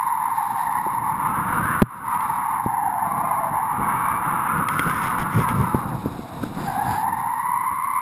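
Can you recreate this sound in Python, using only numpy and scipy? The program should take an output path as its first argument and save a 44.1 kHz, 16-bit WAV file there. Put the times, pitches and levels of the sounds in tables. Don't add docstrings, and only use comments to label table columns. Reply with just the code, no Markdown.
import sys
import numpy as np
from scipy import signal
from scipy.fft import rfft, irfft, next_fast_len
from scipy.io import wavfile
from scipy.ndimage import map_coordinates

SR = 44100
rng = np.random.default_rng(int(sys.argv[2]) if len(sys.argv) > 2 else 0)


def unload_wav(signal):
    wavfile.write(
        sys.argv[1],
        SR,
        np.round(np.clip(np.atleast_2d(signal).T, -1, 1) * 32767).astype(np.int16),
    )


N = 353241
TIME_S = np.arange(N) / SR

# time_s, slow_pitch_hz, fast_pitch_hz
WHISTLE_RANGE = [(0.0, 888, 1086), (0.5, 839.3, 1047), (1.1, 872.5, 1094), (1.5, 903, 1426),
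                 (1.72, 1054, 1579), (2.05, 899.8, 1264), (2.88, 804.5, 960.2), (3.25, 817.6, 1087),
                 (3.62, 834, 1036), (3.87, 864.6, 1313), (4.4, 865, 1353.0), (4.87, 1049, 1531),
                 (5.15, 867.7, 1440), (5.6, 925.3, 1332), (6.3, 628.6, 1053), (6.9, 764.7, 958.7),
                 (7.45, 916.0, 1083), (8.0, 974.0, 1170)]
# position (0 slow, 1 fast), relative_db
STRETCHES = [(-.45, -13.5), (-.05, -2), (.08, 0.5), (.3, 2), (.52, 0.5), (.7, -3), (.88, -1.5),
             (1.05, -2.5), (1.4, -8)]
# start_s, end_s, fade_s, return_s, depth_db
SLACKS = [(2.914, 3.49, 0.23, 0.1, 2), (4.908, 5.19, 0.021, 0.026, 2), (5.197, 5.43, 0.023, 0.073, 5),
          (5.492, 5.627, 0.05, 0.03, 3), (5.61, 6.782, 0.5, 0.18, 18.5)]
# freq_hz, density_db
RUSH_SPECTRUM = [(400, -21.5), (750, -16.5), (1100, 0.5), (1600, -7.5), (2150, -9), (2500, -17.5),
                 (2800, -18), (3200, -21.5), (3700, -20.5), (4400, -38), (6000, -53)]
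# freq_hz, gain_db
BODY_RESPONSE = [(400, -7.5), (650, 5), (900, 4), (1550, 3.5), (1900, -1.5), (2250, -1.5), (2450, -6.5),
                 (2750, -2), (3200, -7.5), (3700, -6.5), (4400, -11.5), (4900, -17), (6000, 4)]


def lines(taut_db=-23.5, resonance_hz=2110, resonance_width_hz=540):
    slow_hz, fast_hz = curves(WHISTLE_RANGE)
    spread_oct = np.log2(fast_hz / slow_hz)
    speed_oct = np.log2(fast_hz / fast_hz.min())
    chorus = np.zeros(N)
    for position, db in STRETCHES:
        pitch_hz = slow_hz * 2 ** (position * spread_oct)
        detuning = (2 * pitch_hz - resonance_hz) / resonance_width_hz
        overtone_gain = amp(-0.5 - 2.5 * spread_oct) / np.hypot(1, detuning)
        chorus += amp(db) * vortex_tone(pitch_hz, overtone_gain)
    rush = amp(-21 + 6.5 * speed_oct + 20.5 * spread_oct) * noise(RUSH_SPECTRUM)
    slack_db = np.zeros(N)
    for start_s, end_s, fade_s, return_s, depth_db in SLACKS:
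        ramp = np.minimum((TIME_S - start_s) / fade_s, (end_s - TIME_S) / return_s)
        slack_db += depth_db * np.clip(ramp, 0, 1)
    gust_db = 1.28 * wobble(16) + 0.67 * wobble(90)
    return amp(taut_db - slack_db + gust_db) * coloured(unit(chorus) + rush, BODY_RESPONSE)


# harmonic, relative_db
OVERTONES = [(2, -13), (3, -39), (4, -41.5)]


def vortex_tone(pitch_hz, overtone_gain, drift=0.009, blur_hz=27, flutter_hz=70):
    hz = pitch_hz * (1 + drift * wobble(14)) + blur_hz * wobble(200)
    phase = 2 * np.pi * np.cumsum(hz) / SR
    overtones = sum(amp(db) * np.cos(round(k) * phase) for k, db in OVERTONES)
    flutter = np.hypot(wobble(flutter_hz), wobble(flutter_hz))
    return unit((np.cos(phase) + overtone_gain * overtones) * flutter)


# start_s, length_s, start_hz, end_hz, level_db, overtone_gain_db
SOLOS = [(0.578, 0.27, 917, 935, -32, 4.5), (1.621, 0.12, 1470, 1760, -29, -15),
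         (2.884, 0.67, 745, 660, -35.5, 2), (3.051, 0.43, 1011, 1060, -29.5, -6),
         (3.039, 0.35, 1140, 1180, -32.5, -8), (3.8, 0.41, 1094, 1168, -30, -0.5),
         (4.319, 0.6, 1146, 1330, -30.5, -9), (4.776, 0.172, 1440, 1530, -29.5, -13),
         (6.669, 1.45, 765, 1052, -28, 0.5)]


def solo_lines():
    track = np.zeros(N)
    for start_s, length_s, start_hz, end_hz, db, overtone_gain_db in SOLOS:
        glide = np.sin(np.pi / 2 * np.clip((TIME_S - start_s) / length_s, 0, 1))
        pitch_hz = start_hz + (end_hz - start_hz) * glide
        tone = vortex_tone(pitch_hz, amp(overtone_gain_db), drift=0.012, blur_hz=28.26)
        track += bursts([(start_s, length_s, db)], edge_s=0.045) * tone
    return track


# start_s, level_db, pitch_ratio
KNOCKS = [(0.8653, -15, 1.67), (1.8194, 14, 1.18), (1.8242, 16.5, 0.97), (2.6615, -7.5, 0.96),
          (4.794, -10.5, 1.387), (5.746, -1.5, 1.05), (6.0586, -7, 1.277), (6.192, -16, 0.96),
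          (6.4363, -11, 1.4)]
# base_hz, relative_db, t60_s
MOUNT_MODES = [(124, -10, 0.11), (210.3, 3.5, 0.029), (312, -2.5, 0.023), (481, -27, 0.049)]
# start_s, level_db
CLICKS = [(2.1454, -25.5), (2.208, -24), (2.939, -36.5), (3.7304, -32.5), (4.5815, -23), (4.687, -9),
          (4.794, -5), (5.1986, -22.5), (5.272, -33), (5.4026, -29), (5.489, -13.5)]
# base_hz, relative_db, t60_s
HOUSING_MODES = [(1450, 3.5, .016), (2330, 13, 0.011), (2970, -4.5, 0.014), (3620, -3, 0.031),
                 (4600, -9, 0.0092)]


def rig(knock_rise_s=0.0007, crack_t60_s=0.015):
    track = np.zeros(N)
    t = np.arange(SR // 6) / SR
    onset = 1 - np.exp(-(t / knock_rise_s) ** 2)
    for start_s, db, pitch_ratio in KNOCKS:
        add(track, start_s, amp(db) * ring(MOUNT_MODES, t, pitch_ratio) * onset)
    for start_s, db in CLICKS:
        crack = 0.1 * amp(-60 * t / crack_t60_s) * rng.standard_normal(len(t))
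        add(track, start_s, amp(db) * (ring(HOUSING_MODES, t, pitch_ratio=0.89) + crack))
    return signal.sosfilt(signal.butter(2, 65, "highpass", fs=SR, output="sos"), track)


# time_s, level_db
WIND_LEVEL = [(0.0, -48.5), (0.7, -41.5), (1.6, -29), (2.1, -40), (2.8, -41.5), (3.3, -35.5), (3.6, -39),
              (3.9, -31.5), (4.15, -36), (4.8, -31), (5.8, -30.5), (6.25, -35.5), (6.6, -29.5),
              (7.15, -40.5), (8.0, -48.5)]
# start_s, length_s, level_db
BUFFETS = [(1.69, 0.026, -30), (4.852, 0.03, -23.5), (5.357, 0.064, -14.5), (5.541, 0.049, -22),
           (5.585, 0.068, -19), (5.752, 0.036, -26.5), (6.425, 0.061, -28.5), (6.859, 0.096, -28.5)]
# freq_hz, density_db
RUMBLE_SPECTRUM = [(20, -17), (45, -16), (80, -8.5), (125, -0.5), (185, -0.5), (320, -8.5), (425, -18.5),
                   (500, -12), (590, -20.5), (1000, -12), (2500, -41), (5000, -75)]
BUFFET_SPECTRUM = [(25, -55), (70, -6), (120, 5), (200, -1.5), (330, -12), (600, -22.5), (1500, -52)]


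def wind():
    level_db, = curves(WIND_LEVEL)
    rumble = amp(level_db + 1.88 * wobble(15) + 2.3 * wobble(50)) * noise(RUMBLE_SPECTRUM)
    return rumble + bursts(BUFFETS, edge_s=0.027) * noise(BUFFET_SPECTRUM)


# start_s, length_s, level_db
SPLASHES = [(4.695, 0.22, -38.5), (4.9, 0.22, -38.5), (5.035, 0.047, -37.5), (5.185, .05, -34.5),
            (5.32, .13, -35), (5.485, 0.038, -36.5), (5.55, 0.12, -41)]
SLAPS = [(4.86, 0.014, -26), (5.192, 0.0146, -25.5), (6.43, 0.012, -23)]
# freq_hz, density_db
SPLASH_SPECTRUM = [(300, -3), (1000, -9.5), (2200, 4.5), (2500, -7), (2900, -8.5), (3500, -9.5),
                   (4400, -24), (5000, -15.5), (6000, -16.5)]
SLAP_SPECTRUM = [(300, 11), (600, -11), (1000, -6), (1500, 6), (2000, -25), (5000, -27.5)]


def board_impacts():
    splash_gain = bursts(SPLASHES, edge_s=0.011) * amp(2.1 * wobble(54))
    splashes = splash_gain * water(SPLASH_SPECTRUM, drops_per_s=120, patter=0.59)
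    return splashes + bursts(SLAPS, edge_s=0.0021) * noise(SLAP_SPECTRUM)


# time_s, level_db
FAN_LEVEL = [(0.0, -59), (0.6, -52.5), (1.3, -60.5), (1.75, -55.6), (2.25, -56.5), (2.85, -64),
             (3.3, -59.3), (3.6, -62.5), (4.65, -62.5), (4.8, -53), (5.25, -56), (6.3, -50), (6.85, -47.5),
             (7.15, -56), (7.7, -62.7), (8.0, -60)]
# start_s, length_s, level_db
SWISHES = [(6.57, 0.17, -40), (6.87, .14, -36.5)]
# freq_hz, density_db
FAN_SPECTRUM = [(200, -15.5), (600, 7), (1200, 4.5), (1600, -6.5), (2300, 9), (3200, 0), (3800, 11.5),
                (4400, -0.5), (4950, 3), (5500, -0.5), (6000, -6)]
SWISH_SPECTRUM = [(500, -5), (1500, 18.5), (2200, 7), (3200, -1), (3800, 2), (4350, 0), (4900, 8),
                  (5400, -7.5), (6000, -17)]


def spray():
    level_db, = curves(FAN_LEVEL)
    fan = amp(level_db + 2.3 * wobble(45)) * water(FAN_SPECTRUM, drops_per_s=310, patter=0.36)
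    swish_gain = bursts(SWISHES, edge_s=0.044) * amp(0.72 * wobble(45))
    return fan + swish_gain * water(SWISH_SPECTRUM, drops_per_s=210, patter=0.51)


# freq_hz, density_db
DRIP_SPECTRUM = [(1000, -11), (2500, -9.5), (3700, -5), (4300, -8), (5000, 5), (6000, 1)]


def drips(drops_per_s=9, level_db=-74):
    ticks = (rng.random(N) < drops_per_s / SR) * rng.uniform(0.3, 1, N)
    return amp(level_db) * coloured(ticks, DRIP_SPECTRUM)


def water(spectrum, drops_per_s, patter):
    droplets = (rng.random(N) < drops_per_s / SR) * rng.standard_normal(N)
    return coloured(rng.standard_normal(N) + patter * unit(droplets), spectrum)


def amp(db):
    return 10 ** (np.asarray(db) / 20)


def unit(x):
    return x / np.sqrt(np.mean(np.abs(x) ** 2) + 1e-20)


def curves(rows):
    time_s, *columns = np.transpose(rows)
    return [np.interp(TIME_S, time_s, column) for column in columns]


def bursts(rows, edge_s):
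    gain = np.zeros(N)
    for start_s, length_s, db in rows:
        end_s = start_s + length_s
        corners_s = [start_s - edge_s, start_s + edge_s, end_s - edge_s, end_s + edge_s]
        gain += amp(db) * np.interp(TIME_S, corners_s, [0, 1, 1, 0])
    return gain


def wobble(knots_per_s):
    coarse_s = TIME_S[::16]
    knots = rng.standard_normal(8192)
    return np.interp(TIME_S, coarse_s, map_coordinates(knots, [coarse_s * knots_per_s], mode="wrap"))


def filtered(x, response):
    size = next_fast_len(N + 8192)
    return irfft(rfft(x, size) * response(np.fft.rfftfreq(size, 1 / SR)), size)[:N]


def coloured(x, spectrum):
    hz, db = np.transpose(spectrum)
    return unit(filtered(x, lambda f: amp(np.interp(np.log(f + 1), np.log(hz), db))))


def noise(spectrum):
    return coloured(rng.standard_normal(N), spectrum)


def ring(modes, t, pitch_ratio):
    wave = sum(amp(db - 60 * t / t60_s) * np.sin(2 * np.pi * base_hz * pitch_ratio * t)
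               for base_hz, db, t60_s in modes)
    return wave / np.abs(wave).max()


def add(track, start_s, sound):
    part = track[max(0, round(start_s * SR)):][:len(sound)]
    part += sound[:len(part)]


def scene():
    mono = lines() + solo_lines() + rig() + wind() + board_impacts() + spray() + drips()
    return np.array([mono, mono])


def gain_control(x, threshold_db, release_db_per_s, lag_s, attack_s):
    over_db = np.maximum(20 * np.log10(np.abs(x) + 1e-9) - threshold_db, 0)
    climb_db = release_db_per_s * TIME_S
    cut_db = np.maximum.accumulate(over_db + climb_db) - climb_db
    late_cut_db = np.interp(TIME_S - lag_s, TIME_S, cut_db)
    pole = np.exp(-1 / (attack_s * SR))
    return x * amp(-signal.lfilter([1 - pole], [1, -pole], late_cut_db))


def record(dry, hold_hz=12000, antialias_hz=5950, rolloff_hz=15300, top_hz=15680):
    ducked = gain_control(dry[0], threshold_db=-5.0, release_db_per_s=59, lag_s=0.0024, attack_s=0.0037)
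    band_limited = filtered(ducked, lambda hz: 1 / (1 + (hz / antialias_hz) ** 80))
    coarse = signal.resample_poly(band_limited, hold_hz, SR, window=("kaiser", 3))
    clipped = np.clip(coarse, -0.5, 0.5)
    held = signal.resample_poly(np.repeat(clipped, 4), SR, 4 * hold_hz)[:N]
    out = filtered(held, lambda hz: (hz < top_hz) / (1 + (hz / rolloff_hz) ** 80))
    return np.array([out, out])


dry = scene()
out = record(dry)
unload_wav(out)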